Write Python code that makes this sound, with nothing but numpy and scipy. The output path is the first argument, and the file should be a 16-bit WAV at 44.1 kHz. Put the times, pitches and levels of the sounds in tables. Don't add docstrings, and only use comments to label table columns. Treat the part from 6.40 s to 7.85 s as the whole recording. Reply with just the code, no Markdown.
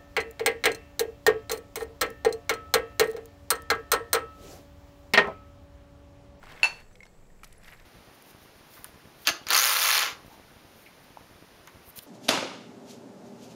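import sys
import numpy as np
from scipy import signal
from scipy.fft import rfft, irfft, next_fast_len
from scipy.io import wavfile
from scipy.ndimage import map_coordinates

SR = 44100
rng = np.random.default_rng(int(sys.argv[2]) if len(sys.argv) > 2 else 0)


def wav_out(sig):
    wavfile.write(sys.argv[1], SR, np.round(np.clip(np.atleast_2d(sig).T, -1, 1) * 32767).astype(np.int16))


N = 63945
T = np.arange(N) / SR

# start in seconds, ring level in dB, clack level in dB.
CHATTER = [(0.2312, -11, -14), (0.242, -13, -11), (0.2474, -21, -19), (0.2534, -22.5, -16.5),
           (0.2585, -27.5, -25.5), (0.2573, -25.5, -38), (0.259, -38.5, -33.5), (0.264, -34.5, -31.5),
           (0.268, -36, -29), (0.2802, -56.5, -40)]
# pitch in Hz, relative level in dB, time to die by 60 dB (t60) in seconds.
MUG_MODES = [(911.6, -21.5, 0.069), (1512, -17.5, 0.06), (2664, 3, 0.033), (2616, -20.5, 0.18),
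             (4393, -13.5, 0.078), (5435, -24.5, 0.031), (7094, -15, 0.016), (9220, -29.5, .04),
             (9820, -25, 0.053)]
GLASS_MODES = [(951, -31, .27), (1532, -34, .24), (2351, -30, .2), (2429, -31, .28), (2661, -17, .19),
               (2717, -22, .24), (4415, -25, .3), (4432, -31, .28), (5480, -40, .26), (6158, -38, .3),
               (7140, -42, .2), (9135, -42, .22), (9798, -43, .18), (9884, -45, .2), (14850, -56, .2)]
TRAY_LOW_MODES = [(660, -35, .1), (752, -31, .14), (897, -28, .12), (1030, -32, .1), (1345, -31, .12)]
PLASTIC_MODES = [(1314, 0.5, 0.017), (1940, -10, 0.033), (2368, -0.5, 0.014), (2920, -12.5, 0.024)]
# start in seconds, ring in dB, pitch in Hz, t60 in seconds, crack in dB.
ICE_TAPS = [(0.1994, -36, 2205, 0.015, -50), (0.5543, -44.5, 2220, 0.017, -55),
            (.6049, -37, 2130, 0.022, -51), (.6305, -37, 2190, 0.016, -51),
            (.6328, -42.5, 2130, 0.035, -52.5), (0.654, -71, 1770, 0.02, -46.5),
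            (0.665, -52, 1660, .02, -49.5), (0.902, -54.5, 1873, 0.027, -60.5)]
# start in seconds, level in dB, pitch in Hz, t60 in seconds.
ICE_PINGS = [(.529, -63, 6100, 0.098), (.53, -72, 10120, .07), (.6049, -58.5, 2173, 0.38),
             (.633, -59.5, 5550, 0.046), (.6658, -62, 4380, .07), (1.1268, -47.5, 10060, 0.014),
             (1.1795, -48, 10020, 0.019)]
RESTING_NOTES = [(0.403, -51, 64, 0.16), (0.544, -60, 503.6, 1.0)]
# start in seconds, ring level in dB, snap level in dB.
KNOCK_BOUNCES = [(1.0336, -35, -32), (1.0372, -51, -31), (1.0441, -49.5, -25)]
# start in seconds, level in dB, centre in Hz, half-width in octaves, t60 in seconds.
HANDLING_CLICKS = [(0.0295, -40.5, 1420, 0.48, 0.015), (0.0368, -40, 830, 0.55, 0.026),
                   (.0565, -46, 1500, 1.3, 0.014), (0.0695, -38, 889, .5, .012),
                   (.1195, -48, 4000, 1.5, 0.011), (0.402, -50, 1500, 1, .04), (.511, -55, 1180, .5, 0.059),
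                   (0.5555, -47, 3300, 0.44, 0.014), (1.074, -55, 12080, 0.34, 0.018),
                   (1.0458, -44, 4500, 1, 0.025), (1.1245, -49, 2600, 0.4, 0.016),
                   (1.1268, -45, 7500, 0.44, .012), (1.2355, -49, 6900, 1, 0.011),
                   (1.245, -46.5, 2800, 0.62, .018), (1.2805, -43, 2250, .7, .025),
                   (1.331, -43, 1970, 0.28, 0.014)]
# time in seconds, level in dB.
SLIDE_FADER = [(0, -70), (.03, -56.5), (.08, -55), (.1, -47.5), (.14, -50.5), (.22, -51), (.32, -52.5),
               (.41, -56), (.46, -69), (.5, -71.5)]
SLEEVE_FADER = [(1.0, -74.5), (1.06, -63.5), (1.2, -66), (1.235, -58.5), (1.283, -51.5), (1.31, -56),
                (1.335, -52), (1.36, -60.5), (1.41, -59.5), (1.45, -63)]
# frequency in Hz, relative level in dB.
CLACK_EQ = [(100, -19.5), (400, -13.5), (800, -9), (1500, 0), (2400, 9), (3000, -14.5), (3500, -14.5),
            (4200, 6), (5200, -18), (6800, -4.5), (8400, -26.5), (10000, -15.5), (12300, -19.5),
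            (14000, -44.5)]
TRAY_EQ = [(100, -22), (400, -13), (850, 3.5), (1150, -1.5), (1600, 0), (2600, -4.5), (3500, -9.5),
           (7000, -15), (8500, -26.5), (10500, -28), (14000, -36.5)]
SLIDE_EQ = [(150, -0.5), (320, -4.5), (600, 1.5), (1100, -1.5), (1900, 0.5), (3200, -8), (5500, -17),
            (8400, -24.5), (15500, -26)]
CRACK_EQ = [(200, -5), (700, 13), (2000, -2.5), (3500, -2), (6000, -3.5), (8000, -10.5), (10000, -12.5),
            (15000, -32.5)]
SNAP_EQ = [(200, -16.5), (800, 2), (1400, -1), (3000, 0), (7000, -2), (12000, -2), (15500, -16)]
SLEEVE_EQ = [(200, -20), (700, -0.5), (1200, -1.5), (1900, 4.5), (3200, -9), (5000, -10.5), (8000, -20.5),
             (11500, -13.5), (14000, -19.5), (15600, -27.5)]
ROOM_TONE_EQ = [(10, -1), (22, 4.5), (40, -10), (76, -11.5), (120, -12), (180, -11), (240, -20), (360, -20),
                (490, -18), (680, -24), (1200, -31.5), (2000, -46), (2700, -45.5), (6500, -41.5),
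                (7800, -33), (9000, -47.5), (15500, -48)]
# frequency in Hz, t60 in seconds.
ROOM_DECAY = [(200, 1), (1500, 0.22), (4000, 0.38), (12000, 0.38)]

CLACK_DB, GRIT_DB, TRAY_RATTLE_DB = 8, -7.5, -22
WAVER_RAD, WAVER_PER_S = 0.28, 45
ATTACK_S, GRAIN_WIDTH_HZ = 0.0004, 2500
REVERB_DB, REVERB_BUILD_S = -17, 0.0071
ROOM_TONE_DB, TOP_HZ = -53.5, 15750


def clink():
    rings = [(s, db) for s, db, _ in CHATTER]
    clacks = [(s, db) for s, _, db in CHATTER]
    clack = amp(CLACK_DB) * struck(clacks, CLACK_EQ)
    grit = amp(GRIT_DB) * noise(CLACK_EQ) * topped_up(clacks, t60=0.01)
    tray_body = ring(clacks, TRAY_LOW_MODES)
    tray_rattle = amp(TRAY_RATTLE_DB) * noise(TRAY_EQ) * topped_up(clacks, t60=0.22)
    return ring(rings, MUG_MODES + GLASS_MODES) + clack + grit + tray_body + tray_rattle


def slide():
    return rub(SLIDE_FADER, SLIDE_EQ, grain_db=3.0, grains_per_s=330)


def ice():
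    taps = notes(row[:4] for row in ICE_TAPS)
    crack_envelope = sum(amp(db) * fade(s, t60=0.02) for s, *_, db in ICE_TAPS)
    return taps + crack_envelope * noise(CRACK_EQ) + notes(ICE_PINGS)


def knock():
    body = ring([(s, db) for s, db, _ in KNOCK_BOUNCES], PLASTIC_MODES)
    snap = struck([(s, db) for s, _, db in KNOCK_BOUNCES], SNAP_EQ)
    return body + snap


def clicks():
    out = np.zeros(N)
    for s, db, hz, width, t60 in HANDLING_CLICKS:
        band = filtered(rng.standard_normal(N), lambda f: 1 / (1 + (np.log2((f + 1) / hz) / width) ** 2))
        out += amp(db) * fade(s, t60) * unit(band)
    return out


def sleeves():
    return rub(SLEEVE_FADER, SLEEVE_EQ, grain_db=4.5, grains_per_s=360)


def reverb(x):
    hz, t, spectrum = signal.stft(rng.standard_normal(SR // 2), SR, nperseg=256)
    decay = np.exp(-np.log(1000) * t / along(ROOM_DECAY, hz)[:, None])
    tail = signal.istft(spectrum * decay, SR, nperseg=256)[1]
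    tail *= 1 - np.exp(-np.arange(len(tail)) / SR / REVERB_BUILD_S)
    return signal.fftconvolve(x, tail / np.linalg.norm(tail))[:N]


def room_tone():
    return amp(ROOM_TONE_DB) * noise(ROOM_TONE_EQ)


def ring(blows, modes):
    age = T - blows[0][0]
    out = np.zeros(N)
    for hz, db, t60 in modes:
        phase = 2 * np.pi * hz * age + WAVER_RAD * wobble(WAVER_PER_S)
        out += amp(db) * topped_up(blows, t60) * np.sin(phase)
    return out


def struck(blows, eq):
    size = 2048
    cepstrum = irfft(np.log(amp(along(eq, np.fft.rfftfreq(size, 1 / SR)))))
    pulse = irfft(np.exp(rfft(2 * cepstrum[:size // 2], size)))
    train = np.zeros(N)
    for s, db in blows:
        train[round(s * SR)] += amp(db)
    return signal.fftconvolve(train, pulse / np.linalg.norm(pulse))[:N]


def rub(fader, eq, grain_db, grains_per_s):
    hz, t, spectrum = signal.stft(noise(eq), SR, nperseg=128)
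    grid = np.meshgrid(hz / GRAIN_WIDTH_HZ, t * grains_per_s, indexing="ij")
    grains = map_coordinates(rng.standard_normal((32, 2048)), grid, mode="wrap")
    rough = signal.istft(spectrum * amp(grain_db * grains), SR, nperseg=128)[1][:N]
    return amp(np.interp(T, *np.transpose(fader))) * unit(rough)


def notes(rows):
    return sum(amp(db) * fade(s, t60) * np.sin(2 * np.pi * hz * (T - s)) for s, db, hz, t60 in rows)


def topped_up(blows, t60):
    return np.sqrt(sum((amp(db) * fade(s, t60)) ** 2 for s, db in blows))


def fade(start, t60):
    age = np.maximum(T - start, 0)
    return (1 - np.exp(-age / ATTACK_S)) * np.exp(-np.log(1000) * age / t60)


def noise(eq):
    return unit(filtered(rng.standard_normal(N), lambda hz: amp(along(eq, hz))))


def filtered(x, response):
    size = next_fast_len(N + 8192)
    return irfft(rfft(x, size) * response(np.fft.rfftfreq(size, 1 / SR)), size)[:N]


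def wobble(rate):
    return map_coordinates(rng.standard_normal(4096), [T * rate], mode="wrap")


def along(curve, hz):
    knots_hz, values = np.transpose(curve)
    return np.interp(np.log(hz + 1), np.log(knots_hz + 1), values)


def amp(db):
    return 10 ** (np.asarray(db) / 20)


def unit(x):
    return x / np.sqrt(np.mean(x ** 2) + 1e-20)


def scene():
    hits = clink() + ice() + knock() + clicks() + notes(RESTING_NOTES)
    friction = slide() + sleeves()
    return (hits + amp(REVERB_DB) * reverb(hits) + friction + room_tone())[None]


def record(dry):
    return filtered(dry[0], lambda hz: hz < TOP_HZ)[None]


dry = scene()
out = record(dry)
wav_out(out)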